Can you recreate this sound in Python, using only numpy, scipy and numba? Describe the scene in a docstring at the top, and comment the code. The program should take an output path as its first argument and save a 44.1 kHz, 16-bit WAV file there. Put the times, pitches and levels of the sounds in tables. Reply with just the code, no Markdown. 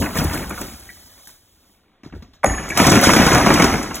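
"""A sledgehammer breaks up a brick chimney on a roof at night. Rubble settles and grit trickles away;
boots shift, the steel head strikes and rings, the roof booms, and then the bricks crash down and tumble.
Each impact is many tiny fading tones: low thuds of the roof, knocks of brick and a spray of mortar grit.
It is all heard in stereo, a little to one side, along with echoes and the faint night air."""
import sys
import numpy as np
from scipy import signal
from scipy.fft import rfft, irfft, next_fast_len
from scipy.io import wavfile
from numba import njit

SR = 44100
rng = np.random.default_rng(int(sys.argv[2]) if len(sys.argv) > 2 else 0)


def unload_wav(signal):
    """Save mono or channel-first audio to the path in sys.argv[1] as 16-bit WAV at rate SR, clipped to [-1, 1]."""
    wavfile.write(
        sys.argv[1],
        SR,
        np.round(np.clip(np.atleast_2d(signal).T, -1, 1) * 32767).astype(np.int16),
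    )


N = 176400

# How strongly a contact sounds each pitch of the roof, brick and grit: f/Hz, level per octave/dB
THUD = [(75, -21), (100, -11), (130, -0.5), (160, 0.5), (210, 2.5), (280, 2.5), (350, 2.5), (470, -3)]
KNOCK = [(450, -3.5), (640, 1.5), (800, 0), (1100, 0.5), (1270, 2), (1500, 1.5), (1800, -0.5), (2300, 0.5),
         (3100, -8)]
GRIT = [(3000, 3.5), (4400, 2), (5700, 8.5), (6700, 3), (7600, -1.5), (9000, 3.5), (12000, -1.5),
        (16000, -5)]
THUD_CYCLES, KNOCK_CYCLES, GRIT_CYCLES = 10, 52, 97  # typical vibrations before a contact dies away


def amp(db):
    """Turn decibels into a gain."""
    return 10 ** (np.asarray(db) / 20)


def unit(x):
    """Scale a sound to an average strength (rms) of 1."""
    return x / np.sqrt(np.mean(x ** 2) + 1e-20)


def along(points, hz):
    """Read a curve of (frequency, value) points at hz, on a logarithmic frequency scale."""
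    freqs, values = np.transpose(points)
    return np.interp(np.log(hz + 1), np.log(freqs + 1), values)


def levels(rows):
    """Turn rows of a time and dB levels into gain curves that fade quickly outside those times."""
    times, *columns = np.transpose(rows)
    t = np.arange(N) / SR
    gate = np.clip(1 + np.minimum(t - times[0], times[-1] - t) / .01, 0, 1)
    return np.array([gate * amp(np.interp(t, times, db)) for db in columns])


def filtered(x, response):
    """Change the strength and phase of each frequency by response(hz)."""
    size = next_fast_len(N + SR // 2)
    hz = np.fft.rfftfreq(size, 1 / SR)
    return irfft(rfft(x, size) * response(hz), size)[..., :N]


def noise(colour):
    """Noise of strength 1, with its lows and highs shaped by the colour curve."""
    return unit(filtered(rng.standard_normal(N), lambda hz: amp(along(colour, hz))))


@njit
def rings(s, hz, gain, t60):
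    """Add up fading tones that start at times s; t60 is the time each takes to fall by 60 dB."""
    out = np.zeros(N)
    for k in range(len(s)):
        start = max(int(s[k] * SR), 0)
        tone = gain[k] + 0j
        step = np.exp((2j * np.pi * hz[k] - np.log(1000) / t60[k]) / SR)
        for i in range(start, min(N, start + int(1.3 * t60[k] * SR))):
            out[i] += tone.imag
            tone *= step
    return out


def struck(s, tones):
    """An object hit at time s rings with all its tones at once."""
    hz, db, t60 = np.transpose(tones)
    return rings(np.full(len(hz), float(s)), hz.copy(), amp(db), t60.copy())


def contacts(s, size, pitches, cycles, rise_cycles=0.29):
    """Each contact swells and rings briefly at a random pitch of its material."""
    pitch_draw, decay_draw, sign_draw = rng.random((len(s), 3)).T
    lowest, highest = pitches[0][0], pitches[-1][0]
    hz = lowest * (highest / lowest) ** pitch_draw
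    t60 = cycles / hz * 3 ** (2 * decay_draw - 1)
    gain = np.sign(sign_draw - .5) * size * amp(along(pitches, hz)) / np.sqrt(t60)
    rise = 1 / (1 / t60 + hz / (np.log(1000) * rise_cycles))
    return rings(s, hz, gain, t60) - rings(s, hz, gain, rise)  # taking away a short tone softens the start


def clatter(pitches, cycles, spread_db, count, tones):
    """Pieces of uneven size land at random times, each with a few tones."""
    times = rng.random(count) * N / SR
    sizes = amp(spread_db * np.clip(rng.standard_normal(count), -2, 2))
    return unit(contacts(np.repeat(times, tones), np.repeat(sizes, tones), pitches, cycles))


def burst(s, db, scatter_s, pitches, cycles, count):
    """A quick cluster of contacts, with the energy of 20 ms of sound at level db."""
    delay = scatter_s * rng.standard_exponential(count)
    cluster = contacts(s + delay - delay.min(), np.ones(count), pitches, cycles)
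    return amp(db) * cluster * np.sqrt(.02 * SR / (np.sum(cluster ** 2) + 1e-20))


def crunch(s, dbs, scatter_s, damping=1, knock=KNOCK, grit=GRIT):
    """One impact: thuds of the roof, knocks of brick and a spray of grit."""
    return (burst(s, dbs[0], scatter_s, THUD, THUD_CYCLES / damping, count=8)
            + burst(s, dbs[1], scatter_s, knock, KNOCK_CYCLES / damping, count=20)
            + burst(s, dbs[2], scatter_s, grit, GRIT_CYCLES / damping, count=120))


def rubble(flow, trim_db, grit, knock_spread_db, grit_spread_db, count):
    """Fragments tumble over the roof; trim_db adjusts the thuds, knocks and grit, in that order."""
    streams = [clatter(THUD, THUD_CYCLES, spread_db=2, count=2600, tones=2),
               clatter(KNOCK, KNOCK_CYCLES, spread_db=knock_spread_db, count=count, tones=3),
               clatter(grit, GRIT_CYCLES, spread_db=grit_spread_db, count=16 * count, tones=2)]
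    return amp(trim_db) @ (levels(flow) * streams)


def settling():
    """Loose rubble slides to rest and fine grit trickles away."""
    # The slide, before trimming: t/s, thud level/dB, knock level/dB, grit level/dB
    flow = [(0, -18.5, -20.5, -26.5), (.08, -30.5, -29, -37), (.14, -37, -38.5, -37),
            (.175, -28, -24.5, -26), (.26, -36, -31.5, -35.5), (.36, -26, -30, -32),
            (.49, -39, -40.5, -41.5), (.53, -28, -35, -40), (.57, -47, -40.5, -36.5),
            (.63, -34, -39, -36.5), (.79, -52, -53.5, -45), (1.0, -58.5, -58, -46.5),
            (1.2, -64, -56, -49.5), (1.3, -61, -55, -44), (1.39, -69, -71.5, -60.5),
            (1.73, -67, -65.5, -60), (1.85, -68.5, -65.5, -76), (2.02, -67, -67.5, -88)]
    # Pitches of fine grit: f/Hz, level per octave/dB
    fine_grit = [(3000, -3), (4500, 0.5), (6000, 0), (7600, 0), (10000, 2), (13000, 2), (16000, 4)]
    return rubble(flow, [-0.5, -0.5, -1.5], fine_grit, knock_spread_db=0.5, grit_spread_db=1, count=1300)


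def roof():
    """The roof booms as it bends under heavy loads and rumbles under the rubble."""
    # The roof's own low tones: f/Hz, level/dB, t60/s
    tones = [(49.6, -18.5, 0.21), (82, -23.5, 0.47), (153, -25, 0.2)]
    # Loads that bend it: t/s, level/dB, boost of higher tones/(dB per octave)
    loads = [(.188, -10, 11.5), (.245, -4.5, 5), (2.144, -18, 0), (2.475, -0.5, -8)]
    # How the rumble swells and fades: t/s, relative level/dB
    swell = [(0, -21), (.05, -31), (.14, -39), (.27, -24), (.33, -33), (.6, -36.5), (.85, -48.5),
             (1.32, -64), (1.56, -61), (2.04, -76.5), (2.16, -34), (2.27, -49), (2.42, -56), (2.48, -19.5),
             (2.71, -37.5), (2.83, -35), (3.2, -25.5), (3.75, -26), (4, -46)]
    # Tone of the rumble: f/Hz, level/dB
    colour = [(15, -25), (30, -2), (50, 2), (85, 4.5), (115, -6), (250, -46)]
    booms = np.zeros(N)
    for s, db, tilt in loads:
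        tilted = [(hz, level + db + tilt * np.log2(hz / tones[0][0]), t60) for hz, level, t60 in tones]
        booms += struck(s, tilted)
    return booms + levels(swell)[0] * amp(-3.5) * noise(colour)


def landings():
    """Whole bricks and big lumps hit the roof and crumble; a few ring clearly."""
    # Big pieces landing: t/s, thud level/dB, knock level/dB, grit level/dB
    lumps = [(.021, -23.5, -34, -40), (.154, -26, -28, -38), (.185, -29, -33, -27), (.216, -22, -42, -43),
             (.246, -23, -43, -36), (.333, -33, -33, -33), (.506, -32, -32.5, -43), (.578, -47, -38.5, -45),
             (.615, -38, -36, -39), (.735, -44.5, -49, -47), (1.272, -55, -59, -50),
             (2.773, -27.5, -19, -20), (2.799, -14.5, -13.5, -24), (2.814, -15, -23, -26),
             (2.867, -14.5, -23, -17), (2.881, -15.5, -22, -30), (2.918, -13.5, -18, -20),
             (2.954, -19, -20, -23.5), (2.971, -13.5, -23.5, -37), (3.038, -29, -21, -19),
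             (3.069, -11.5, -16.5, -24), (3.0916, -20, -11, -27), (3.134, -19, -15.5, -21),
             (3.163, -14, -16, -22), (3.198, -11.5, -19, -44), (3.264, -16, -19, -23),
             (3.314, -15.5, -19, -29), (3.347, -15, -17, -22.5), (3.38, -28, -17, -26),
             (3.462, -14.5, -15.5, -26.5), (3.503, -14, -13.5, -35), (3.539, -16.5, -29, -20.5),
             (3.598, -15.5, -13.5, -28), (3.621, -15, -20.5, -20), (3.642, -11.5, -19, -21),
             (3.739, -19, -24.5, -34), (3.908, -32.5, -30, -51)]
    # Loose bricks that ring: t/s, f/Hz, level/dB, t60/s
    bricks = [(.505, 1306, -25, 0.048), (0.577, 1430, -25.5, 0.05), (.891, 1950, -31.5, 0.087),
              (1.273, 1650, -41, 0.025), (2.497, 1765, -21.5, 0.071), (2.537, 1780, -21.5, 0.065),
              (2.581, 1735, -20.5, 0.052), (2.703, 2280, -20.5, 0.096), (2.718, 1683, -19, 0.062),
              (3.091, 1760, -13, .035), (3.462, 1027, -10, 0.04), (3.503, 1850, -10.5, 0.047),
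              (3.622, 2290, -12, 0.028), (3.909, 1080, -30, 0.065)]
    ringing = sum(clink(*brick) for brick in bricks)
    return ringing + sum(crunch(s, dbs, scatter_s=.0028) for s, *dbs in lumps)


def chips(pitch_ratio=1.7, crumble_s=.0032):
    """Small hard fragments snap off and tick on the roof."""
    # Chips of brick and mortar: t/s, level/dB, centre f/Hz
    snaps = [(.171, -30, 8850), (.2414, -30, 11640), (.343, -32, 11060), (.494, -36, 10900),
             (.6115, -33.5, 10000), (.797, -45.5, 10000), (1.273, -44, 11100), (2.689, -37.5, 7930),
             (2.703, -37, 6940), (2.775, -23, 10960), (2.898, -19.5, 6500), (3.012, -24.5, 11050),
             (3.33, -23.5, 6480), (3.829, -34, 7000), (3.944, -33, 6400), (3.9545, -30.5, 12000)]
    ticks = np.zeros(N)
    for s, db, hz in snaps:
        band = [(hz / pitch_ratio, -7), (hz, 0), (min(hz * pitch_ratio, SR / 2), -7)]
        ticks += burst(s, db, crumble_s, band, GRIT_CYCLES, count=90)
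    return ticks


def clink(s, hz, db, t60, count=7, rattle_db=-9.5, rattle_s=.005, detune=0.16):
    """A loose brick rings, and rattles to rest at nearby pitches."""
    times = s + rattle_s * rng.standard_exponential(count)
    pitches = hz * np.exp(detune * rng.standard_normal(count))
    rattle = rings(times, pitches, np.full(count, amp(db + rattle_db)), np.full(count, t60 / 2))
    return struck(s, [(hz, db, t60)]) + rattle


def boots(grind_db=-6.5, grind_s=0.015):
    """The feet shift for the swing: a short scuff, then a softer grinding."""
    # Steps on the gritty roof: t/s, thud level/dB, knock level/dB, grit level/dB, scuff time/s
    steps = [(2.034, -45, -49.5, -57, 0.0035), (2.046, -37, -50, -52, 0.014),
             (2.124, -36, -45.5, -65, 0.0094), (2.148, -42, -57, -58, 0.014), (2.223, -41, -52, -52, .006),
             (2.333, -57.5, -56.5, -55, 0.012)]
    # Pitches of grit under a sole: f/Hz, level per octave/dB
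    sole_grit = [(2400, -12), (3500, 8), (6000, 4.5), (9000, -10), (15000, -2)]
    feet = np.zeros(N)
    for s, *dbs, length in steps:
        scuff = crunch(s, dbs, length, damping=2.3, grit=sole_grit)
        grind = crunch(s + length, np.add(dbs, grind_db), grind_s, grit=sole_grit)
        feet += scuff + grind
    return feet


def hammer(ring_at_s=2.4578):
    """The steel head crushes the brick and rings."""
    # It bites and bursts the joint: t/s, thud level/dB, knock level/dB, grit level/dB, crumble time/s
    blow = [(2.432, -46, -28, -52.5, 0.0017), (2.4383, -40.5, -18.5, -40, .0025),
            (2.4436, -31, -16, -29, .0016), (2.461, -28, -23, -33.5, 0.0073)]
    # Brick giving way, and the sharp crack of steel on it: f/Hz, level per octave/dB
    crush = [(420, -2.5), (700, -0.5), (1000, -2), (1300, 1.5), (1900, -2), (2400, -4)]
    crack = [(5500, 7), (7000, -5), (10000, 9), (12000, -11), (16000, -7)]
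    # Very short tones in the blow: t/s, f/Hz, level/dB, length/s
    blips = [(2.4368, 1150, -13.5, .008), (2.4438, 754, -4.5, .0048), (2.4436, 1900, -9, .0035)]
    # Tones of the steel head: f/Hz, level/dB, t60/s
    steel = [(1260, -40, .7), (1765, -38, .8), (2304, -43, .8), (4950, -45, .4), (6681, -24.5, .66),
             (6697, -35, .5), (6730, -23, .07), (10110, -32, .55)]
    crushing = sum(crunch(s, dbs, length, damping=2.17, knock=crush, grit=crack)
                   for s, *dbs, length in blow)
    return crushing + sum(blip(*row) for row in blips) + struck(ring_at_s, steel)


def blip(s, hz, db, length):
    """A very short tone in the hammer blow that swells and cuts off."""
    t = np.arange(N) / SR - s
    progress = np.clip(t / length, 0, 1)
    swell = np.sqrt(np.abs(np.sin(np.pi * progress)))
    return amp(db) * np.sin(2 * np.pi * hz * t) * swell


def collapse():
    """After the blow, broken brick and mortar pour onto the roof."""
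    # The fall, before trimming: t/s, thud level/dB, knock level/dB, grit level/dB
    flow = [(2.46, -20.5, -34, -35), (2.574, -29, -31, -40.5), (2.738, -30, -31.5, -36),
            (2.794, -20, -13.5, -17.5), (2.966, -9, -14, -18), (3.008, -16, -17.5, -24.5),
            (3.042, -20, -11.5, -12.5), (3.09, -13, -14.5, -17.5), (3.36, -12.5, -12.5, -20.5),
            (3.446, -12.5, -19.5, -25.5), (3.472, -11.5, -15.5, -21.5), (3.562, -14.5, -16.5, -22),
            (3.63, -12.5, -14, -22), (3.934, -31.5, -35, -40), (3.952, -32.5, -31.5, -31),
            (4.0, -35, -31.5, -36)]
    return rubble(flow, [-5.5, -3.5, -3.5], GRIT, knock_spread_db=2.5, grit_spread_db=1.5, count=2200)


def echo(x, decay):
    """Two unrelated washes of echo from the roof, trees or walls."""
    hz, t, spectrum = signal.stft(rng.standard_normal((2, SR // 2)), SR, nperseg=256)
    fade = amp(-60 * t / along(decay, hz)[:, None])
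    tails = signal.istft(spectrum * fade, SR, nperseg=256)[1]
    return signal.fftconvolve(x[None], tails / np.linalg.norm(tails[0]), axes=1)[:, :N]


def scene():
    """The work at the chimney, heard a little to one side, with echoes and night air."""
    # How long the yard's echo and the roof's quick reflections last: f/Hz, t60/s
    yard_decay = [(100, 0.17), (1500, 0.67), (6000, 0.8), (14000, 0.74)]
    roof_decay = [(100, 0.066), (14000, .04)]
    # Tone of the night air: f/Hz, level/dB
    air_colour = [(25, 11), (70, -6), (150, -9), (400, -7), (800, -13), (1500, -22), (3600, -14.5),
                  (6000, -31), (16000, -44)]
    # Level of the stereo width at each pitch: f/Hz, level/dB
    width_level = [(60, -21.5), (250, -8), (600, -9.5), (1200, -12), (4000, -22), (14000, -7)]
    # Phase between left and right, rising in steps, which places the sound to one side: f/Hz, phase/rad
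    phase_gap = [(50, 0), (550, -.3), (1000, -.18), (1800, 0), (2600, .95), (3700, 1.4), (4450, 2.85),
                 (5100, 3.3), (5800, 4.6), (6600, 6.15), (7400, 6.35), (8500, 9.1), (9500, 9.6),
                 (10600, 12.4), (11500, 12.6), (12600, 15.45), (13700, 15.85), (14800, 18.7)]
    # How much louder the left is than the right: f/Hz, level/dB
    balance = [(60, 0), (170, 2), (450, 0)]
    work = hammer() + boots() + landings() + chips() + roof() + settling() + collapse()
    ahead, around = amp(-8.5) * echo(work, yard_decay)
    air = amp(-61) * noise(air_colour)
    halves = [.5, -.5]  # left and right each take half, in opposite directions
    front = filtered(work + ahead + air, lambda hz: np.exp(1j * np.outer(halves, along(phase_gap, hz))))
    reflections = amp(-11.5) * echo(work, roof_decay)[0]
    width = filtered(around + reflections, lambda hz: amp(along(width_level, hz)))
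    stereo = front + np.array([width, -width])
    return filtered(stereo, lambda hz: amp(np.outer(halves, along(balance, hz))))


def record(dry, bottom_hz=24, top_hz=15900):
    """Cut the deepest bass, round off the loudest peaks, then cut the highest treble."""
    x = signal.sosfilt(signal.butter(2, bottom_hz, "highpass", fs=SR, output="sos"), dry)
    rounded = x / (1 + np.abs(x / .95) ** 6) ** (1 / 6)
    return filtered(rounded, lambda hz: 1 / (1 + (hz / top_hz) ** 200))


dry = scene()
out = record(dry)
unload_wav(out)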